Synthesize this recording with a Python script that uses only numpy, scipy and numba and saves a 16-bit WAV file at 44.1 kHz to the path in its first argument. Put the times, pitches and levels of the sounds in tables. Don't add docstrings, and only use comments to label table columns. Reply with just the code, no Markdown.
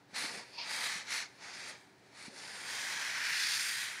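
import sys
import numpy as np
from scipy import signal
from scipy.fft import rfft, irfft
from scipy.io import wavfile
from scipy.ndimage import uniform_filter1d
from numba import njit

SR = 44100
rng = np.random.default_rng(int(sys.argv[2]) if len(sys.argv) > 2 else 0)


def wav_record(signal):
    frames = np.transpose(np.atleast_2d(signal))
    bounded = np.clip(frames, -1, 1)
    quanta = np.round(bounded * 32767).astype(np.int16)
    wavfile.write(sys.argv[1], SR, quanta)


N = 176400

# frequency in Hz, relative level in dB.
ROOM_SPECTRUM = [(18, -55), (30, -35.5), (92, -8), (130, -5), (168, -6.5), (230, -6), (299, -5.5),
                 (324, -8), (389, -4.5), (518, -9.5), (830, -6), (1110, -13.5), (1720, -11.5),
                 (2910, -21.5), (4540, -21), (12900, -42), (15500, -33)]
# frequency in Hz, level in dB.
HUM_TONES = [(119, -78), (188, -77.5), (288, -76.5), (378, -77.5)]
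# start, rise, hold and fall in seconds, level in dB.
CLOTH_SHUFFLES = [(0.104, .13, .015, 0.042, -56), (0.272, 0.057, 0.061, .05, -53),
                  (0.408, 0.08, 0.17, .1, -68), (1.49, .18, .03, 0.11, -60), (2.196, 0.15, .3, 0.45, -63)]
# frequency in Hz, relative level in dB.
CLOTH_SPECTRUM = [(70, -18), (130, -5.5), (300, 0.5), (560, 4.5), (800, -2), (1200, -28), (15000, -70)]
# start in seconds, pitch in Hz, level in dB, seconds to fall by 60 dB.
SOFA_BUMPS = [(.13, 200, -49.5, 0.051), (0.242, 273, -41, .05), (.375, 210, -45, 0.047),
              (0.957, 187, -46, 0.057), (2.281, 213, -35, 0.027), (3.312, 150, -53, .08),
              (3.56, 120, -52, 0.093)]
# time in seconds, level in dB.
RESTING_LEVELS = [(0, -75), (.07, -77), (.12, -62), (.45, -60.5), (1.05, -55.5), (1.33, -64), (1.8, -62),
                  (1.95, -72.5), (2.07, -67.5), (2.3, -61)]
# start, rise, hold and fall in seconds, level in dB.
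HAND_CATCHES = [(.38, 0.061, 0.15, 0.055, -64.5), (0.509, 0.054, 0.021, 0.023, -52),
                (0.574, 0.018, .03, .055, -42)]
# frequency in Hz, relative level in dB.
CATCH_SPECTRUM = [(300, -29), (750, -13.5), (960, -4.5), (1350, -24.5), (1800, -16), (2150, -8.5),
                  (2550, -3), (3050, -10), (3800, -9.5), (4450, 0), (5400, -8.5), (6500, -23), (7500, -45),
                  (12000, -49), (15500, -60)]
# start in seconds, level in dB.
NAIL_TICKS = [(.588, -28)]
# start, rise, hold and fall in seconds, level in dB,
# treble and body offsets in dB, hiss resonance in Hz.
SHORT_STROKES = [(.127, 0.045, 0.06, 0.1, -38.5, 3.5, 1, 4300),
                 (0.222, 0.064, 0.059, 0.15, -45.5, 3.5, 3, 4900),
                 (0.583, 0.17, 0.095, 0.13, -38.5, 1.5, 0, 4460),
                 (0.783, 0.068, 0.042, 0.2, -40, -0.5, -6.5, 4470),
                 (0.875, 0.072, 0.026, .1, -43.5, -0.5, -1.5, 5960),
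                 (1.033, 0.11, 0.017, 0.14, -36.5, -0.5, -4.5, 6200),
                 (1.363, 0.095, 0.032, 0.094, -48.5, -3.5, 3.5, 6100),
                 (1.479, 0.083, .11, 0.14, -46.5, -2.5, -2, 5800),
                 (1.638, 0.045, .015, .05, -51, 6, -4, 5600),
                 (2.086, 0.15, 0.028, 0.047, -51.5, 5.5, 2.5, 4600)]
# frequency in Hz, relative level in dB.
STROKE_SPECTRUM = [(71, -49), (120, -19), (245, -14), (282, -14), (319, -16), (367, -19.5), (407, -15),
                   (498, -12.5), (552, -12), (719, -9.5), (812, -6), (936, -4), (1040, -9), (1150, -6.5),
                   (1590, -2.5), (1760, 1.5), (2290, 1.5), (2920, -8.5), (4390, -2.5), (5610, -8.5),
                   (6460, -9), (7760, -13), (9710, -12), (13200, -30.5), (15500, -39)]
# time in seconds, level in dB, hiss offset in dB,
# hiss resonance in Hz, treble and body offsets in dB.
RUB_COURSE = [(2.28, -71, 11, 4500, 5, 13), (2.33, -60.5, 2, 4500, 7, 9), (2.39, -51.5, 3, 4530, 5.5, 7.5),
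              (2.63, -44.5, -3, 4660, 1, 3.5), (2.71, -40.5, 0.5, 5670, 2.5, 3),
              (2.93, -38, -1.5, 5530, -1.5, 1.5), (3.18, -35.5, -5, 5300, -6.5, -3),
              (3.31, -33, -4, 4630, -3.5, -6.5), (3.44, -34, 1, 4400, -1, -10),
              (3.53, -36, 2.5, 4300, 3, -5.5), (3.66, -36.5, 0, 5200, 4.5, -9),
              (3.84, -37.5, -1.5, 3450, 1.5, -9), (3.94, -40.5, -6, 5460, -2, -3),
              (4.0, -45, -5, 5470, -1, -3)]
# frequency in Hz, relative level in dB.
RUB_SPECTRUM = [(71, -51), (120, -24), (147, -31), (180, -21), (212, -21.5), (294, -20), (332, -30),
                (375, -22), (469, -18.5), (498, -22), (552, -20), (917, -10), (1240, -11.5), (1560, -1.5),
                (1870, 0), (2490, -4), (2920, -9), (3170, -7), (4570, -6), (7300, -11.5), (7920, -17),
                (9320, -12.5), (11400, -23), (12900, -22.5), (15500, -31.5)]

BODY_HZ, RASP_HZ, TREBLE_HZ, SHEEN_HZ = 1190, 2920, 7500, 10800
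FLICKS_PER_S, FLICK_SPREAD_DB, HISS_DB = 9000, 2.4, -3
TUFTS_PER_S, TUFT_DB = 200, 0.78
TREBLE_GROWTH, BODY_GROWTH = 1.66, 0.6
SHEEN_GROWTH = 0.96
STROKE_SHEEN_DB, RUB_SHEEN_DB = -39, -34.5


def undb(db):
    return 10 ** (np.asarray(db) / 20)


def unit(x):
    return x / np.sqrt(np.mean(x ** 2))


def decay(age, t60):
    return np.exp(-np.log(1000) * age / t60)


def colour(x, spectrum):
    freqs = np.arange(N // 2 + 1) * SR / N + 1e-3
    hz, db = np.array(spectrum).T
    gain = undb(np.interp(np.log(freqs), np.log(hz), db))
    return irfft(rfft(x) * gain * np.minimum(freqs / hz[0], 1) ** 2, N)


def split(x, hz, order=8):
    freqs = np.arange(N // 2 + 1) * SR / N
    low = irfft(rfft(x) / (1 + (freqs / hz) ** order), N)
    return low, x - low


def wander(per_s):
    span = max(int(SR / per_s), 1)
    steps = np.repeat(rng.standard_normal(N // span + 1), span)
    return unit(uniform_filter1d(steps, span)[:N])


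def gesture(t, start, rise, hold, fall):
    ramp = np.interp(t, start + np.cumsum([0, rise, hold, fall]), [0, 1, 1, 0])
    return np.sin(np.pi / 2 * ramp) ** 2


def swells(t, moves):
    return sum(undb(db) * gesture(t, *timing) for *timing, db in moves)


def room_tone(t, air_db=-64, waver_db=-0.4):
    air = unit(colour(rng.standard_normal(N), ROOM_SPECTRUM))
    air *= undb(air_db + waver_db * wander(2.87))
    hum = sum(undb(db) * np.sqrt(2) * np.sin(2 * np.pi * hz * t + 0.89 * wander(9))
              for hz, db in HUM_TONES)
    return air + hum


def room_echo(x, t, t60=0.63, echo_db=-17.5):
    tail = rng.standard_normal(N) * decay(t, t60)
    soft_tail = split(tail, TREBLE_HZ, order=4)[0] / np.linalg.norm(tail)
    return x + undb(echo_db) * signal.fftconvolve(x, soft_tail)[:N]


def near_scatter(x, t, t60=0.022, scatter_db=-11, above_hz=2600, shifts_per_s=3.95):
    reflections = rng.standard_normal((2, 1024)) * decay(t[:1024], t60)
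    low, high = split(x, above_hz)
    first, second = (signal.fftconvolve(high, taps / np.linalg.norm(taps))[:N] for taps in reflections)
    angle = np.pi / 2 * shifts_per_s * t
    scattered = np.cos(angle) * first + np.sin(angle) * second
    return low + (high + undb(scatter_db) * scattered) / np.hypot(1, undb(scatter_db))


def sofa_bumps(t, attack_s=0.0012, low_cut_hz=80):
    knocks = 0
    for start, hz, db, t60 in SOFA_BUMPS:
        age = np.maximum(t - start, 0)
        envelope = (1 - np.exp(-age / attack_s)) * decay(age, t60)
        knocks += undb(db) * envelope * np.sin(2 * np.pi * hz * age)
    return split(knocks, low_cut_hz, order=4)[1]


def friction(spectrum):
    flicks = (rng.random(N) < FLICKS_PER_S / SR) * rng.choice([-1, 1], N)
    strength = undb(FLICK_SPREAD_DB * np.minimum(rng.exponential(size=N), 3.3))
    slip = unit(flicks * strength) + undb(HISS_DB) * rng.standard_normal(N)
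    tufts = undb(TUFT_DB * wander(TUFTS_PER_S))
    return unit(colour(slip * tufts, spectrum))


def cloth_shuffles(t):
    return friction(CLOTH_SPECTRUM) * swells(t, CLOTH_SHUFFLES)


def resting_hand(t):
    times, db = np.array(RESTING_LEVELS).T
    return friction(STROKE_SPECTRUM) * undb(np.interp(t, times, db))


def hand_catch(t, tick_decay_s=0.00036):
    sound = swells(t, HAND_CATCHES) * friction(CATCH_SPECTRUM)
    for start, db in NAIL_TICKS:
        envelope = (t > start) * np.exp(-np.abs(t - start) / tick_decay_s)
        tick = colour(rng.standard_normal(N) * envelope, CATCH_SPECTRUM)
        sound += undb(db) * tick / np.abs(tick).max()
    return sound


@njit
def hand_hollow(x, hz, width_hz):
    ring = np.empty(len(x))
    band_state, low_state = 0., 0.
    for i in range(len(x)):
        tuning, damping = np.tan(np.pi * hz[i] / SR), width_hz / hz[i]
        band = (band_state + tuning * (x[i] - low_state)) / (1 + tuning * (tuning + damping))
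        band_state = 2 * band - band_state
        low_state += 2 * tuning * band
        ring[i] = damping * band
    return ring


def coat_bands(spectrum, hollow_hz, width_hz=1900., plain_db=-1.24, ring_db=-7.5):
    body, rest = split(friction(spectrum), BODY_HZ)
    rasp, rest = split(rest, RASP_HZ)
    hiss, rest = split(rest, TREBLE_HZ, order=16)
    treble, sheen = split(rest, SHEEN_HZ, order=16)
    hiss = undb(plain_db) * hiss + undb(ring_db) * hand_hollow(hiss, hollow_hz, width_hz)
    return body, rasp, hiss, treble, sheen


def short_strokes(t):
    body_power, mid_power, treble_power = np.zeros((3, N))
    resonances = []
    for start, rise, hold, fall, db, treble_db, body_db, hz in SHORT_STROKES:
        speed = gesture(t, start, rise, hold, fall)
        body_power += (undb(db + body_db) * speed ** BODY_GROWTH) ** 2
        mid_power += (undb(db) * speed) ** 2
        treble_power += (undb(db + treble_db) * speed ** TREBLE_GROWTH) ** 2
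        resonances.append((start + rise + hold / 2, hz))
    body_gain, mid_gain, treble_gain = np.sqrt([body_power, mid_power, treble_power])
    hollow_hz = np.interp(t, *np.array(resonances).T)
    body, rasp, hiss, treble, sheen = coat_bands(STROKE_SPECTRUM, hollow_hz)
    top = treble + sheen * (mid_gain / undb(STROKE_SHEEN_DB)) ** SHEEN_GROWTH
    return body_gain * body + mid_gain * (rasp + hiss) + treble_gain * top


def long_rub(t):
    times, *columns = np.array(RUB_COURSE).T
    db, hiss_db, hollow_hz, treble_db, body_db = (np.interp(t, times, column) for column in columns)
    body, rasp, hiss, treble, sheen = coat_bands(RUB_SPECTRUM, hollow_hz)
    top = treble + sheen * undb(db - RUB_SHEEN_DB) ** SHEEN_GROWTH
    rub = undb(body_db) * body + rasp + undb(hiss_db) * hiss + undb(treble_db) * top
    return (t > times[0]) * undb(db) * rub


def scene():
    t = np.arange(N) / SR
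    coat = short_strokes(t) + resting_hand(t) + long_rub(t) + hand_catch(t)
    close = near_scatter(coat + cloth_shuffles(t) + sofa_bumps(t), t)
    return np.tile(room_echo(close, t) + room_tone(t), (2, 1))


def record(dry):
    top_hz = 15550
    return signal.sosfilt(signal.ellip(10, .2, 80, top_hz, fs=SR, output="sos"), dry)


dry = scene()
out = record(dry)
wav_record(out)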